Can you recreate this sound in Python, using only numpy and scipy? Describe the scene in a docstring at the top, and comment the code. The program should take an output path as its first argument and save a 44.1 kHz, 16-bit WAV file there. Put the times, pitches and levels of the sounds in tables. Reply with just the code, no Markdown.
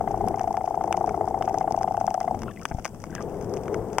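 """A mechanism inside an underwater camera ticks back and forth, thirty ticks a second, then stops.
Each stroke excites the damped modes of the case. Snapping shrimp crackle on the reef all around:
their pressure spikes scatter off the rocks and are filtered by the case. Water rumbles against the case
and swells towards the end, a few small bubbles ring, and the case takes some soft bumps.
Two microphone ports pick it all up over a faint hiss, the left one more strongly."""
import sys
import numpy as np
from scipy import signal
from scipy.fft import rfft, irfft, next_fast_len
from scipy.io import wavfile
from scipy.ndimage import map_coordinates

SR = 44100
rng = np.random.default_rng(int(sys.argv[2]) if len(sys.argv) > 2 else 0)


def waveform_to_disk(signal):
    """Save audio, clipped to [-1, 1], as 16-bit WAV at the path in sys.argv[1]."""
    frames = np.transpose(np.atleast_2d(signal))
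    scaled = np.clip(frames, -1, 1) * 32767
    samples = np.round(scaled).astype(np.int16)
    wavfile.write(sys.argv[1], SR, samples)


N = 176400
LEAD_IN_S = .01
STROKE_T = np.arange(SR // 10) / SR - LEAD_IN_S  # time from the centre of a stroke [s]

# low, middle and high parts of a snap heard through the case (frequency [Hz], level [dB])
KNOCK = [(150, -26), (780, 0), (1550, -1), (1850, -9), (2200, -7), (2700, -19), (4000, -50)]
CRACK = [(900, -25), (2100, 1), (2750, 0), (3500, -9), (4050, -28), (6000, -45)]
FIZZ = [(1500, -20), (3500, -11), (4050, -26), (4900, -4), (6300, 2), (7300, -12), (8200, -7), (9800, -23),
        (16000, -28)]
# spectrum of water rumbling on the case (frequency [Hz], level [dB])
RUMBLE = [(15, -7.5), (35, -1), (88, -1.5), (106, 6.5), (128, -1), (215, 2.5), (275, -5.5), (2000, -46.5)]


def mechanism(start_s=.0102, stop_s=2.36, period_s=.033372, forward_db=-14.5, scrape_db=-14):
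    """Periodic impact excitation: long strokes led by a scrape alternate with short, clean returns."""
    # strength of the return strokes (time [s], level [dB])
    return_levels = [(.39, -18.5), (.51, -14), (1.04, -13.5), (1.11, -18.5), (1.51, -18), (1.58, -14),
                     (2.0, -12.5), (2.08, -16.5), (2.31, -14.5)]
    # spectrum of the scrape (frequency [Hz], level [dB])
    scrape_spectrum = [(500, -25), (1030, 9.5), (1450, -4), (1830, -14.5), (2060, -4.5), (2400, -28.5),
                       (3250, -25), (3900, -47.5)]
    late_s, early_s, scrape_lead_s = .00097, .0006, .00307
    out = np.zeros(N)
    times = np.arange(start_s, stop_s, period_s)
    for k, s in enumerate(times):
        db = 1.1 * rng.normal() + (-6 if k == len(times) - 1 else 0)  # the last tick is weaker
        if k % 2:
            return_db = np.interp(s, *np.transpose(return_levels))
            add(out, s - early_s - LEAD_IN_S, amp(db + return_db) * stroke(width_s=.001527, hz=771))
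        else:
            add(out, s + late_s - LEAD_IN_S, amp(db + forward_db) * stroke(width_s=.002025, hz=752))
            scrape = snap(scrape_spectrum, scatter=.25, scatter_t60=.027)
            add(out, s + late_s - scrape_lead_s, amp(db + forward_db + scrape_db) * scrape)
    return out


def stroke(width_s, hz, sag_hz_per_s=8000, spread_hz=14, roughness=.16, build_s=.005):
    """Modal ringing: a rough, falling burst of the case's main resonance leaves its modes to decay."""
    # modes of the case (frequency [Hz], level [dB], T60 [s])
    case_modes = [(682.4, -10, 0.064), (762.8, -5.5, 0.056), (851.6, -25, 0.32)]
    t = STROKE_T
    start_phase = rng.random()
    knots = (t + LEAD_IN_S) / width_s + [[0], [len(t) // 2]]
    grit, waver = map_coordinates(rng.standard_normal(len(t)), [knots])
    cycles = (hz + spread_hz * rng.normal()) * t - sag_hz_per_s * t ** 2 / 2 + start_phase
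    envelope = np.exp(-(t / width_s) ** 2 / 2) * (1 + roughness * grit)
    out = envelope * np.sin(2 * np.pi * cycles + roughness * waver)
    age = np.maximum(t, 0)
    build_up = 1 - np.exp(-(age / build_s) ** 2)
    for mode_hz, db, t60 in case_modes:
        cycles = (mode_hz + spread_hz * rng.normal()) * t + start_phase
        out += amp(db + 2 * rng.normal() - 60 * age / t60) * build_up * np.sin(2 * np.pi * cycles)
    return out


def near_shrimp(ring_db=-3, ring_t60=.0035):
    """Impulse excitation: each snap is a knock, a crack, a brief ring and a fizz with echoes per port."""
    # near snaps (time [s], knock level [dB], crack level [dB], fizz level [dB], ring frequency [Hz])
    snaps = [(0.2848, -29.5, -33, -26.5, 10760), (0.395, -22.5, -30.5, -34, 5600),
             (0.57, -21, -37.5, -36.5, 5250), (0.8392, -27.5, -39, -35, 6400),
             (0.9265, -13.5, -17, -21.5, 7930), (0.97, -38.5, -35, -31, 5540),
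             (1.0932, -22.5, -42, -36, 6000), (1.4242, -17.5, -26, -35, 5240),
             (1.4957, -31, -37, -36, 12300), (1.5427, -33, -40, -35.5, 6450),
             (1.585, -40.5, -40.5, -27.5, 6100), (1.7228, -32.5, -36.5, -29, 4980),
             (1.832, -22, -36.5, -31.5, 5330), (1.9699, -26, -36, -37.5, 6300),
             (2.0674, -37, -38, -27, 5370), (2.105, -45, -36, -33, 6000), (2.1427, -23, -31.5, -25, 7300),
             (2.2039, -24.5, -36, -28.5, 5100), (2.4196, -24.5, -34, -34, 5430),
             (2.4337, -22.5, -33, -35, 5600), (2.654, -10.5, -15, -21.5, 8240),
             (2.8472, -25, -23, -25, 6300), (2.8538, -12.5, -24, -22.5, 5470),
             (2.8613, -19.5, -32, -28.5, 5070), (3.0401, -21.5, -38, -33, 5500),
             (3.1518, -23, -29, -24, 6260), (3.5389, -28.5, -41, -30.5, 5400),
             (3.5707, -47, -34, -36.5, 6000), (3.681, -21.5, -38.5, -41, 5850),
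             (3.744, -19.5, -29, -31.5, 5440), (3.9841, -5, -15, -17, 7550)]
    out, t = np.zeros((2, N)), np.arange(SR // 100) / SR
    for s, knock_db, crack_db, fizz_db, hz in snaps:
        body = amp(knock_db) * snap(KNOCK) + amp(crack_db) * snap(CRACK)
        ring = amp(fizz_db + ring_db - 60 * t / ring_t60) * np.cos(2 * np.pi * hz * t)
        for port in out:
            add(port, s, body + amp(fizz_db) * snap(FIZZ))
            add(port, s, ring)
    return out


def snap(spectrum, scatter=.07, scatter_t60=.017, size=1024):
    """Convolution: a pressure spike and its scattered echoes pass through the case; envelope peak 1."""
    t = np.arange(size) / SR
    pressure = scatter * rng.standard_normal(size) * amp(-60 * t / scatter_t60)
    pressure[0] += 1
    sound = signal.fftconvolve(pressure, impulse_response(spectrum))
    return sound / np.abs(signal.hilbert(sound)).max()


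def far_shrimp(per_s=150, level_db=-60, spread_db=11, scatter=.11, scatter_t60=.021, candidates=4000):
    """Random superposition: distant snaps of very unequal size merge into a crackle from all sides."""
    when, chance = rng.random((2, candidates))
    fires = chance < per_s * N / SR / candidates
    sizes = amp(spread_db * np.minimum(rng.standard_normal(candidates), 1.7)) * fires
    decay = amp(-60 * np.arange(SR // 50) / SR / scatter_t60)
    out = np.zeros((2, N))
    for spectrum, db in (FIZZ, 0), (CRACK, -5), (KNOCK, 0):
        shares = sizes * amp(6 * (2 * rng.random(candidates) - 1))  # each snap has its own timbre
        for port in out:
            port_gains = amp(rng.standard_normal(candidates))
            spikes = np.bincount((when * N).astype(int), shares * port_gains, N)
            echo_envelope = np.sqrt(np.abs(signal.fftconvolve(spikes ** 2, decay ** 2)[:N]))
            pressure = spikes + scatter * echo_envelope * rng.standard_normal(N)
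            crackle = signal.fftconvolve(pressure, impulse_response(spectrum))[:N]
            port += amp(level_db + db) * unit(crackle)
    return out


def bumps(rebound=.34):
    """Transient forcing: a soft push and its slower rebound, with a knock and a ring of the case."""
    # bumps (time [s], push level [dB], push width [s], ring level [dB], knock level [dB])
    impacts = [(1.496, -36, 0.00084, -17.5, -31), (2.376, -23, 0.00035, -38, -55),
               (2.7138, -22.5, 0.00057, -23.5, -26), (2.72, -24, 0.0018, -29, -28),
               (2.749, -17, 0.0019, -27.5, -57), (2.787, -29.5, 0.0034, -25.5, -33.5)]
    out = np.zeros(N)
    for s, push_db, width_s, ring_db, knock_db in impacts:
        u = STROKE_T / width_s
        push = rebound * np.exp(-(u / 2 - 1) ** 2) - np.exp(-u ** 2)
        add(out, s - LEAD_IN_S, amp(push_db) * push + amp(ring_db) * stroke(width_s=.00168, hz=750))
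        add(out, s, amp(knock_db) * snap(KNOCK, scatter=.057, scatter_t60=.021))
    return out


def bubbles(gurgle_count=7, gurgle_s=.032, gurgle_octaves=.5, gurgle_db=-5, click_db=-17):
    """Volume resonance: each bubble rings at the pitch of its size; weaker ones pinch off with clicks."""
    # main bubbles (time [s], frequency [Hz], level [dB])
    births = [(2.482, 1370, -30), (2.491, 2650, -42.5), (2.573, 2050, -36.5), (2.623, 1290, -38),
              (3.127, 1590, -38), (3.173, 2880, -46), (3.182, 1620, -30), (3.207, 1173, -31.5)]
    out, t = np.zeros(N), np.arange(SR // 12) / SR

    def bubble(hz, t60_cycles):
        """Damped oscillation with a slight random glide."""
        return amp(-60 * t * hz / t60_cycles) * np.sin(2 * np.pi * hz * (t + rng.normal() * t * t))
    for s, hz, db in births:
        add(out, s, amp(db) * bubble(hz, t60_cycles=55))
        for late, higher, size in rng.uniform(-1, 1, (gurgle_count, 3)):
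            when, gain = s + gurgle_s * late, amp(db) * (1 + size) / 2
            gurgle = bubble(hz * 2 ** (gurgle_octaves * higher), t60_cycles=45)
            add(out, when, gain * amp(gurgle_db) * gurgle)
            add(out, when, gain * amp(click_db) * snap(CRACK))
    return out


def water(flutter_db=1.0, hollow_db=-33, hollow_growth=2.75):
    """Flow noise: a rumble and a rush rise and fall with the flow; strong flow raises a hollow note."""
    # flow against the case (time [s], rumble level [dB], rush level [dB])
    flow = [(0, -37.5, -38), (.25, -35, -33.5), (0.681, -44.5, -41.5), (1.07, -38.5, -35.5),
            (1.5, -41, -37), (2.032, -38.5, -40.5), (2.17, -50, -46), (2.342, -33, -39), (2.48, -37, -39.5),
            (2.54, -44, -49), (2.98, -42, -48), (3.17, -39, -39.5), (3.5, -35.5, -35), (3.78, -36.5, -33),
            (4, -39.5, -36.5)]
    # spectra of the rush and of the hollow note (frequency [Hz], level [dB])
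    rush_spectrum = [(150, -40.5), (330, -1), (420, -4), (510, -3), (565, -9), (680, -6), (850, -10.5),
                     (1150, -22), (2200, -40), (4000, -105)]
    hollow_spectrum = [(200, -34), (370, 3), (425, 12), (480, -6), (800, -56)]
    times, rumble_db, rush_db = np.transpose(flow)
    t = np.arange(N) / SR
    flow_db = np.interp(t, times, rush_db) + flutter_db * wobble(18)
    rumble = amp(np.interp(t, times, rumble_db) + flutter_db * wobble(14)) * noise(RUMBLE)
    hollow = amp(hollow_db + hollow_growth * (flow_db - rush_db.max())) * noise(hollow_spectrum)
    return rumble + amp(flow_db) * noise(rush_spectrum) + hollow


def eddies(level_db=-54):
    """Local turbulence: each port has a faint, uncorrelated rumble of its own."""
    return amp(level_db) * np.array([noise(RUMBLE), noise(RUMBLE)])


def hiss(left_db=-58.5, right_db=-62.5):
    """Self-noise: the two microphones hiss independently."""
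    # spectrum of the hiss (frequency [Hz], level [dB])
    spectrum = [(3300, 0), (4050, -10), (5000, 2), (7000, 3), (8000, 7), (9500, 1), (16000, -2)]
    return np.array([amp(db) * noise(spectrum) for db in (left_db, right_db)])


def port_response(hz):
    """Transmission through the case: the two ports differ in level and phase."""
    # left port over right (frequency [Hz], level difference [dB])
    balance = [(750, 6.7), (2500, 7.6), (4000, 4.7), (5600, 9.2), (8100, 4.9)]
    # left port ahead of right (frequency [Hz], phase lead [rad])
    phase_lead = [(400, 0), (800, .35), (3000, 0), (4600, -2), (6500, -1.9), (8400, -4.6)]
    gains = amp(np.array([[1], [-1]]) * along(balance, hz) / 2)
    phases = np.array([[0], [-1]]) * along(phase_lead, hz)
    return gains / gains.mean(0) * np.exp(1j * phases)


def case_notch(hz, centre_hz=4050, width_hz=300, depth_db=-5):
    """Transmission loss: the case weakens one narrow band."""
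    return amp(depth_db * np.exp(-((hz - centre_hz) / width_hz) ** 2))


def amp(db):
    """Decibels to gain."""
    return 10 ** (np.asarray(db) / 20)


def unit(x):
    """Normalisation to rms 1."""
    return x / np.sqrt(np.mean(x ** 2) + 1e-20)


def along(points, hz):
    """Interpolation of (frequency [Hz], value) points on a log axis."""
    frequencies, values = np.transpose(points)
    return np.interp(np.log(hz + 1), np.log(frequencies + 1), values)


def wobble(rate):
    """Smooth random modulation, rate knots a second."""
    return map_coordinates(rng.standard_normal(int(N * rate / SR) + 4), [np.arange(N) * rate / SR])


def filtered(x, response):
    """Linear filtering: the spectrum of x times a frequency response."""
    size = next_fast_len(N + SR // 2)
    return irfft(rfft(x, size) * response(np.fft.rfftfreq(size, 1 / SR)), size)[..., :N]


def noise(spectrum):
    """Coloured noise of rms 1."""
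    return unit(filtered(rng.standard_normal(N), lambda hz: amp(along(spectrum, hz))))


def impulse_response(spectrum, size=2048):
    """Minimum phase: folding the cepstrum gives a causal response with this spectrum."""
    cepstrum = irfft(np.log(amp(along(spectrum, np.fft.rfftfreq(size, 1 / SR)))))
    cepstrum[1:size // 2] *= 2
    cepstrum[size // 2 + 1:] = 0
    return irfft(np.exp(rfft(cepstrum)))


def add(track, s, sound):
    """Superposition of a sound on a track from time s."""
    i = int(round(s * SR))
    sound, i = sound[max(-i, 0):], max(i, 0)
    track[i:i + len(sound)] += sound[:max(N - i, 0)]


def scene():
    """Superposition: the sources reach both ports through the case and join the noise there."""
    sources = mechanism() + near_shrimp() + far_shrimp() + bubbles() + bumps() + water()
    at_ports = filtered(sources, port_response) + hiss() + eddies()
    return filtered(at_ports, case_notch)


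def record(dry):
    """Band limiting: the camera keeps nothing above its cutoff."""
    cutoff_hz = 15950
    return filtered(dry, lambda hz: hz < cutoff_hz)


dry = scene()
out = record(dry)
waveform_to_disk(out)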